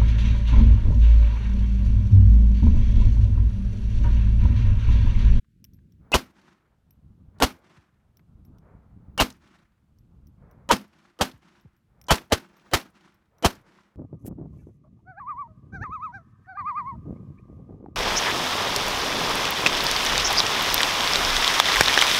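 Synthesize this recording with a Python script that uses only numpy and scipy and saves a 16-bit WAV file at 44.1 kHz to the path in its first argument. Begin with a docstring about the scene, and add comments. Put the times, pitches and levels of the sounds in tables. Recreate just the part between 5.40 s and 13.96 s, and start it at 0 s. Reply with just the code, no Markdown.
"""A small pistol fires nine times over a car bonnet in open desert, close to the microphone.
Each shot is a sharp blast, a noisy roar, a low thump, ringing sheet metal and scattered noise.
A rocky hillside answers with a wash and slaps; far hills roll back over a second later.
A click and swelling tones lead into each shot. Filtered noise makes trigger ticks and case clinks;
low sweeps make bumps. The wind is shaped noise that sinks after every shot and creeps back, over hiss."""
import sys
import numpy as np
from scipy import signal
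from scipy.fft import rfft, irfft, next_fast_len
from scipy.io import wavfile
from scipy.ndimage import uniform_filter1d, map_coordinates

SR = 44100
rng = np.random.default_rng(int(sys.argv[2]) if len(sys.argv) > 2 else 0)


def dump_mix(stems):
    """Bounce the given channels to the path in sys.argv[1] as a 16-bit WAV at rate SR."""
    frames = np.atleast_2d(stems).T  # one column per channel
    limited = np.clip(frames, -1, 1)  # hard clip at full scale
    pcm = np.round(limited * 32767).astype(np.int16)
    wavfile.write(sys.argv[1], SR, pcm)


N = 377448  # length in samples


def amp(db):
    """Turn a level in dB into a gain."""
    return 10 ** (np.asarray(db) / 20)


def unit(x):
    """Scale a sound to an rms of 1."""
    return x / np.sqrt(np.mean(x ** 2) + 1e-20)


def along(points, hz):
    """Read a value between (frequency, value) points on a log frequency axis."""
    f, value = np.transpose(points)
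    return np.interp(np.log(hz + 1), np.log(f + 1), value)


def noise(spectrum, size=N):
    """Make random noise with the given balance of frequencies, at rms 1."""
    m = next_fast_len(size)
    white = rfft(rng.standard_normal(m))
    gain = amp(along(spectrum, np.fft.rfftfreq(m, 1 / SR)))
    return unit(irfft(white * gain, m)[:size])


def wobble(rate, size=N):
    """Draw a smooth random curve through `rate` random points a second."""
    points = rng.standard_normal(int(size * rate / SR) + 4)
    return map_coordinates(points, [np.arange(size) * rate / SR])


def ring(modes, t, scatter_db):
    """Add up fading sine tones, with new strengths and starting phases at each call."""
    total = 0
    for hz, db, t60 in modes:
        level = amp(db + rng.normal(0, scatter_db) - 60 * t / t60)
        total = total + level * np.sin(2 * np.pi * (hz * t + rng.random()))
    return total


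def puff(hz, width_hz, t60, t, attack=0.00068):
    """Make a short burst of noise by passing it through the same resonance twice, then fading it."""
    f = np.fft.rfftfreq(len(t), 1 / SR)
    band = (f * width_hz / (hz * hz - f * f + 1j * f * width_hz)) ** 2
    hum = unit(irfft(rfft(rng.standard_normal(len(t))) * band, len(t)))
    return hum * amp(-60 * t / t60) * (1 - np.exp(-t / attack))


def add(out, s, x):
    """Mix x into out, starting at time s in seconds."""
    part = out[round(s * SR):][:len(x)]
    part += x[:len(part)]


SINK_DB = 18.5  # how far the background drops
SINK_S, STAY_S, RETURN_S = 0.28, 0.49, 0.48  # way down, start of the way back, length of the way back


def sinking_db():
    """Drop the background level after each shot, hold it down, then let it climb back."""
    shot_times = np.array([EARLIER_SHOT[0]] + [row[0] for row in SHOTS])
    since = np.arange(N) / SR - shot_times[:, None]
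    depth = np.minimum(since / SINK_S, 1 - (since - STAY_S) / RETURN_S)
    return -SINK_DB * np.clip(depth, 0, 1).max(axis=0)


# wind strength before the sinking: t/s, level/dB
WIND_STRENGTH = [(0, -52), (.6, -55.5), (1.3, -54.5), (1.6, -54.5), (2.0, -54), (2.8, -52.5), (3.2, -53.5),
                 (3.75, -49.5), (4.05, -47.5), (4.3, -53.5), (4.55, -50.5), (4.9, -53.5), (5.3, -54.5),
                 (6.5, -55), (6.8, -51.5), (7.6, -58.5), (8.0, -52), (8.56, -57.5)]
# tone colour of the buffeting: f/Hz, relative level/dB
BUFFETING = [(15, -38.5), (25, -10), (38, -6.5), (64, 3.5), (156, -4), (220, -10), (290, -33), (480, -120)]
# tone colour of the hollow body of the wind: f/Hz, relative level/dB
WIND_BODY = [(76, -33), (130, -7), (189, -5.5), (248, -11), (330, -17), (430, -27), (550, -31),
             (720, -65.5), (1210, -120)]
# tone colour of light air and of the dull far echo: f/Hz, relative level/dB
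MURMUR = [(240, -30.5), (400, -1), (800, -4), (1400, -8), (1700, -24.5), (2500, -50)]
# tone colour of the steady hiss: f/Hz, relative level/dB
HISS = [(880, -26.5), (1500, -0.5), (1850, -4), (3030, -5.5), (5050, -11), (10400, -14.5), (15200, -16),
        (16500, -26.5)]
BODY_DB, AIR_DB = -8.5, -35  # hollow body and light air, over the buffeting
HISS_DB = -85


def wind():
    """Wind pushes harder than it pulls; a hollow body and light air follow its strength, over hiss."""
    strength = amp(np.interp(np.arange(N) / SR, *np.transpose(WIND_STRENGTH)) + sinking_db())
    push = noise(BUFFETING)
    lopsided = push ** 2 - uniform_filter1d(push ** 2, size=1500)  # makes the pushes larger than the pulls
    push = unit(amp(1.5 * wobble(14)) * (push + .25 * lopsided))
    body = unit(amp(2.5 * wobble(27) + 1.4 * wobble(5.3)) * noise(WIND_BODY))
    air = amp(AIR_DB) * noise(MURMUR)
    return strength * (push + amp(BODY_DB) * body + air) + amp(HISS_DB) * noise(HISS)


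# slide, cases and grip: t/s, level/dB before the fade, centre f/Hz, resonance width f/Hz
CLINKS = [(.045, -68, 1190, 1500), (.387, -66, 1480, 1500), (1.985, -57.5, 3974, 4000),
          (2.793, -54, 1215, 1190), (3.902, -37, 4295, 4000), (3.924, -50, 5500, 2000),
          (5.914, -45, 3500, 2500), (6.255, -51, 396, 397), (6.667, -55, 5620, 3000),
          (6.755, -27, 5880, 6135), (6.782, -32, 2200, 2500), (7.412, -37.5, 3420, 3040),
          (8.152, -51.5, 4990, 4050)]


def clinks():
    """Small metal parts knock together, each as a short puff of noise around one frequency."""
    out, t = np.zeros(N), np.arange(SR // 5) / SR
    for s, db, hz, width_hz in CLINKS:
        add(out, s, amp(db) * puff(hz, width_hz, .024, t))  # falls 60 dB in .024 s
    return out


# trigger and sear: t/s, level/dB, spring level/dB over it
TICKS = [(0.2423, -41.5, -18), (0.2484, -47.5, -24), (0.3351, -55.5, -14), (0.3444, -65.5, -4),
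         (0.5222, -61.5, -24), (1.5075, -57.5, -3.5), (2.7706, -51, -15), (3.05, -57.5, -11),
         (3.1847, -57.5, -31.5), (4.5865, -61.5, -12), (4.8708, -56, -14), (5.1123, -58.5, -16),
         (6.2103, -62.5, -11), (6.3654, -68, -11), (6.6144, -45, -16), (6.6408, -52, -30.5),
         (7.1681, -57.5, -11.5), (7.7438, -63.5, -14), (7.9838, -55, -15.5)]
# bands of the snap: centre f/Hz, resonance width f/Hz, level/dB over the tick, 60 dB fade t/s
SNAP = [(2450, 3400, -9.5, 0.012), (8800, 80, -34.5, .1), (9400, 3800, -6, 0.0037),
        (15280, 1500, -4.5, .012)]
# sear, the catch that holds the hammer: centre f/Hz, resonance width f/Hz, 60 dB fade t/s
SEAR = (5590, 670, 0.018)
# spring: centre f/Hz, resonance width f/Hz, 60 dB fade t/s
SPRING = (12600, 200, .1)
SEAR_DB = -5  # over the tick


def ticks():
    """A snap in several noise bands shakes the sear and a spring, which ring as narrower bands."""
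    out, t = np.zeros(N), np.arange(SR // 5) / SR
    for s, db, spring_db in TICKS:
        snap = np.zeros(len(t))
        for hz, width_hz, level_db, t60 in SNAP:
            varied = amp(level_db + rng.normal(0, 2))
            snap += varied * puff(hz, width_hz, t60, t, attack=0.00018)
        sear = amp(SEAR_DB) * puff(*SEAR, t, attack=0.00021)
        spring = amp(spring_db) * puff(*SPRING, t, attack=0.00073)
        add(out, s, amp(db) * (snap + sear + spring))
    return out


# a shot before the start whose far echo is still to come: t/s, far echo level/dB
EARLIER_SHOT = (-.585, -63.5)
# tone colour of the bright echo: f/Hz, relative level/dB
RUSH = [(240, -34), (400, -3), (700, -7.5), (1000, -8.5), (1700, -15.5), (2300, -21), (2900, -41),
        (4000, -70.5)]
FAR_DELAY_S, FAR_RISE_S = 1.15, .075  # wait after the shot, time scale of the rise
FAR_BRIGHT_DB_PER_S, FAR_DULL_DB_PER_S = 22, 5.5  # how fast the two parts fade
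FAR_DULL_DB = -6  # starting level of the dull part over the bright one
FAR_BRIGHT_SINKS, FAR_DULL_SINKS = 0.2, .6  # share of the background's sinking that each part follows


def far_echo():
    """Shots roll back late from far hills; the bright rush fades faster, leaving a dull murmur."""
    s, db = np.transpose([EARLIER_SHOT] + [(row[0], row[-1]) for row in SHOTS])
    late = np.maximum(np.arange(N) / SR - s[:, None] - FAR_DELAY_S, 0)
    rise = 1 - np.exp(-(late / FAR_RISE_S) ** 2)

    def level(db_per_s):
        """Add the power of all the echoes, since noise adds by power."""
        each = rise * amp(db[:, None] - db_per_s * late)
        return np.sqrt(np.sum(each ** 2, axis=0))

    sinking = sinking_db()
    bright = amp(FAR_BRIGHT_SINKS * sinking) * level(FAR_BRIGHT_DB_PER_S) * noise(RUSH)
    dull = amp(FAR_DULL_DB + FAR_DULL_SINKS * sinking) * level(FAR_DULL_DB_PER_S) * noise(MURMUR)
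    return amp(1.8 * wobble(30) + 1.9 * wobble(8)) * (bright + dull)


# one row before each shot: t/s, click level/dB, low tone f/Hz, low level/dB, high tone f/Hz,
# high level/dB, size of the swell level/dB
LEAD = [(0.7179, -24, 792.7, -18.5, 2600, -7.5, 34.5), (2.001, -25, 450.7, -14.5, 1396, -22, 22),
        (3.7772, -22.5, 809.8, -16, 2800, -11.5, 25.5), (5.2897, -25.5, 950.6, -8, 3000, -22.5, 26.5),
        (5.7894, -40, 502.3, -25.5, 1200, -27, 19.5), (6.6839, -26.5, 995.3, -16, 3000, -16.5, 22.5),
        (6.9002, -50.5, 686, -20, 3006, -44, 33), (7.3132, -38.5, 503.6, -22.5, 3000, -33.5, 25.5),
        (8.0245, -30, 501.4, -17, 2995, -25.5, 24)]
TONES_WAIT_S = .007  # the tones set in after the click


def lead_in():
    """A noisy click, then two groups of close tones and a rough band swell for about 20 ms."""
    out = np.zeros(N)
    for (s, click_db, low_hz, low_db, high_hz, high_db, swell_db), shot in zip(LEAD, SHOTS):
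        t = np.arange(round((shot[0] - s) * SR)) / SR
        swell = amp(-swell_db * (1 - t / t[-1])) * (1 - np.exp(-(t / TONES_WAIT_S) ** 3))
        fade = amp(-60 * t / 0.02) + 0.22  # some of the click noise stays until the shot
        click = amp(click_db) * fade * (1 - np.exp(-t / .0008)) * noise(REPORT, size=len(t))
        low_tones = [(low_hz, -3, 5), (low_hz * 1.3, -8, 5), (low_hz * .6, -8, 5)]
        low = amp(low_db) * ring(low_tones, t, scatter_db=3)
        high_tones = [(high_hz, -2, 5), (high_hz * 1.08, -8, 5), (high_hz * .8, -11, 5)]
        high = amp(high_db) * ring(high_tones, t, scatter_db=2)
        rough = amp(low_db - 11) * puff(low_hz * 1.4, 1500, 5, t)
        add(out, s, click + swell * (low + high + rough))
    return out


def blast(t):
    """A sharp shock, then about two swings of the gas column leaving the barrel."""
    shock = -np.exp(-((t - .0002) / .00009) ** 2)
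    late = np.maximum(t - .0003, 0)
    return shock + .8 * np.sin(2 * np.pi * 750 * late) * np.exp(-(late / .0026) ** 4)


# tone colour of the roar and of the click before it: f/Hz, relative level/dB
REPORT = [(59, -29.5), (100, -1), (518, -1.5), (1050, -4), (2310, -14.5), (3120, -6.5), (3470, -13),
          (4290, -11.5), (4990, -16), (5670, -14.5), (14800, -29.5), (16500, -46.5)]


def roar(t, db, hold):
    """Uneven noise stays loud while the microphone is overdriven, then dies quickly."""
    held = amp(-60 * np.maximum(t - hold, 0) / 0.053)
    onset = 1 - .5 * np.exp(-t / 0.00072)  # starts at half strength
    return amp(db + 1.9 * wobble(500, size=len(t))) * held * onset * noise(REPORT, size=len(t))


SETTLE_DB = -14  # slow swing over the thump


def thump(t, db, hold):
    """A low swing grows during the overload and dies away, over a slower 30 Hz swing."""
    cycle = t / (hold + 0.0079)  # reaches 1 when the swing is fully grown
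    fade = amp(-60 * np.maximum(cycle - 1, 0) / 0.99)
    swing = -amp(db) * np.sin(3 * np.pi * cycle) * np.clip(cycle, 0, 1) * fade
    settling = amp(db + SETTLE_DB) * np.sin(2 * np.pi * 30 * t) * amp(-60 * t / 0.12)
    return swing + settling


# ringing tones of the sheet metal: f/Hz, level/dB over the bonnet level, 60 dB fade t/s
BONNET = [(135, -10, .18), (197.5, -5.5, .22), (211, -6, 0.28), (255.6, 3.5, 0.2), (347, -17.5, 0.11),
          (366, -17, .2), (491.4, -7.5, .1), (613, -10, 0.12), (720, -9.5, .08)]


def bonnet(t, db):
    """The blast makes the sheet metal ring in fading tones that build up softly."""
    return amp(db) * (1 - np.exp(-t / 0.0048)) * ring(BONNET, t, scatter_db=3)


# tone colour of the tail at its start: f/Hz, relative level/dB
TAIL = [(35, -40), (60, -18.5), (229, -4), (521, -12), (1030, -8.5), (2040, -13), (5340, -18), (7770, -28),
        (9160, -27.5), (14700, -30.5), (16500, -44.5)]
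# scatter from ground and brush: f/Hz, 60 dB fade t/s
FADE = [(80, 0.081), (300, 0.21), (1000, .16), (4000, .16), (8000, 0.17), (14000, 0.2)]


def tail(t, db):
    """Stones and bushes answer unevenly: noise whose frequencies each die at their own speed."""
    hz, frame_s, z = signal.stft(noise(TAIL, size=len(t)), SR, nperseg=256)
    fading = z * amp(-60 * frame_s / along(FADE, hz)[:, None])
    scattered = signal.istft(fading, SR, nperseg=256)[1][:len(t)]
    return amp(db + 2 * wobble(130, size=len(t))) * scattered


# near ground, a gap, then the hillside: t/s after the shot, level/dB over HILL_DB
SLOPE = [(.05, 13), (.13, 2.5), (.195, -10), (.22, 0), (.3, 0), (.36, -0.4), (.5, -13), (.7, -28.5)]
# tone colour of the early wash: f/Hz, relative level/dB
HILL = [(290, -39.5), (500, -11.5), (594, -6), (755, -6.5), (898, -2.5), (1450, -2.5), (4920, -17.5),
        (5550, -16.5), (12000, -34.5), (15600, -66), (22000, -120)]
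# tone colour of the late, duller wash: f/Hz, relative level/dB
HILL_LATE = [(400, -25), (800, -5.5), (1300, -0.5), (2200, -8), (4000, -24), (8000, -50)]
# tone colour of the hollow low part: f/Hz, relative level/dB
HOLLOW = [(90, -29.5), (150, -8), (195, -1), (260, -12), (350, -4), (420, -24), (600, -60)]
# rock faces that slap back: t/s after the shot, centre f/Hz, resonance width f/Hz, level/dB over HILL_DB
OUTCROP = [(.165, 8970, 8000, -6.5), (.273, 2500, 3000, 4), (.328, 3900, 2500, -4), (.339, 1210, 900, 12.5),
           (.344, 3400, 3000, -1), (.386, 2500, 3500, -2.5), (.52, 2990, 4000, -12),
           (.578, 1400, 1200, -9.5)]
HOLLOW_DB = 1  # hollow low part over the rest of the wash
DULL_FROM_S, DULL_OVER_S = .36, .15  # when the wash starts to lose treble, and how long that takes


def hillside(t):
    """Rocks at many distances return an uneven wash, duller from farther off; a few faces slap back."""
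    size = len(t)
    slope_db = np.interp(t, *np.transpose(SLOPE), left=-90, right=-90)
    level = amp(slope_db + 2.2 * wobble(90, size=size) + wobble(25, size=size))
    dull = np.clip((t - DULL_FROM_S) / DULL_OVER_S, 0, 1)
    early = np.sqrt(1 - dull) * noise(HILL, size=size)
    late = np.sqrt(dull) * noise(HILL_LATE, size=size)
    wash = level * (early + late + amp(HOLLOW_DB) * noise(HOLLOW, size=size))
    for s, hz, width_hz, db in OUTCROP:
        slap = puff(hz, width_hz, .04, t, attack=.0008)
        add(wash, s, amp(db + rng.normal(0, 1.5)) * slap)
    return wash


# the nine shots: t/s, roar level/dB, overload t/s, thump level/dB, bonnet level/dB, tail level/dB,
# far echo level/dB
SHOTS = [(0.7413, -16, .016, -13.5, -26.5, -20, -62.5), (2.0228, -16, 0.018, -16, -29, -17.5, -62.5),
         (3.8004, -18.5, .022, -17.5, -23.5, -17.5, -61.5), (5.313, -17.5, 0.017, -25, -23, -19, -65),
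         (5.8109, -17.5, .012, -24.5, -28.5, -21, -62), (6.707, -16, .018, -13.5, -34, -14.5, -62.5),
         (6.9221, -14, .011, -17, -37.5, -24, -63.5), (7.3355, -18, .014, -20.5, -38, -18.5, -65),
         (8.0469, -14.5, .015, -15, -33.5, -21, -66)]
BLAST_DB, HILL_DB = 7.5, -64.5  # blast over the roar, level of the hillside


def shots():
    """Each shot stacks the blast and roar, the thump, the ringing metal, the tail and the hillside."""
    out, t = np.zeros(N), np.arange(SR * 3 // 4) / SR
    for s, db, hold, thump_db, bonnet_db, tail_db, _ in SHOTS:
        muzzle = amp(db + BLAST_DB) * blast(t) + roar(t, db, hold) + thump(t, thump_db, hold)
        answer = bonnet(t, bonnet_db) + tail(t, tail_db) + amp(HILL_DB) * hillside(t)
        add(out, s, muzzle + answer)
    return out


# low knocks: t/s, strength level/dB, f/Hz passed 18.6 ms into the fall
BUMPS = [(2.375, -40, 90), (2.525, -52, 89.5), (5.936, -37.5, 91), (6.248, -34, 105.4)]


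def bumps():
    """Low knocks: a sine swing that falls in pitch while it swells and dies."""
    out, t = np.zeros(N), np.arange(SR // 5) / SR
    for s, db, hz in BUMPS:
        turns = hz * .03 * np.log(1 + t / 0.0114)
        swell = t / 0.0098 * np.exp(-t / 0.0092)
        add(out, s, amp(db) * np.sin(2 * np.pi * turns) * swell)
    return out


def scene():
    """Add up all the sources at one microphone."""
    return (wind() + clinks() + ticks() + far_echo() + lead_in() + shots() + bumps())[None]


TOP_HZ = 16640  # nothing from here up is kept


def record(dry):
    """Round off the loud peaks towards a ceiling of .68, then cut the highest frequencies."""
    x = dry / (1 + np.abs(dry / .68) ** 4) ** (1 / 4)
    m = next_fast_len(N)
    keep = np.fft.rfftfreq(m, 1 / SR) < TOP_HZ
    return irfft(rfft(x, m) * keep, m)[:, :N]


dry = scene()
out = record(dry)
dump_mix(out)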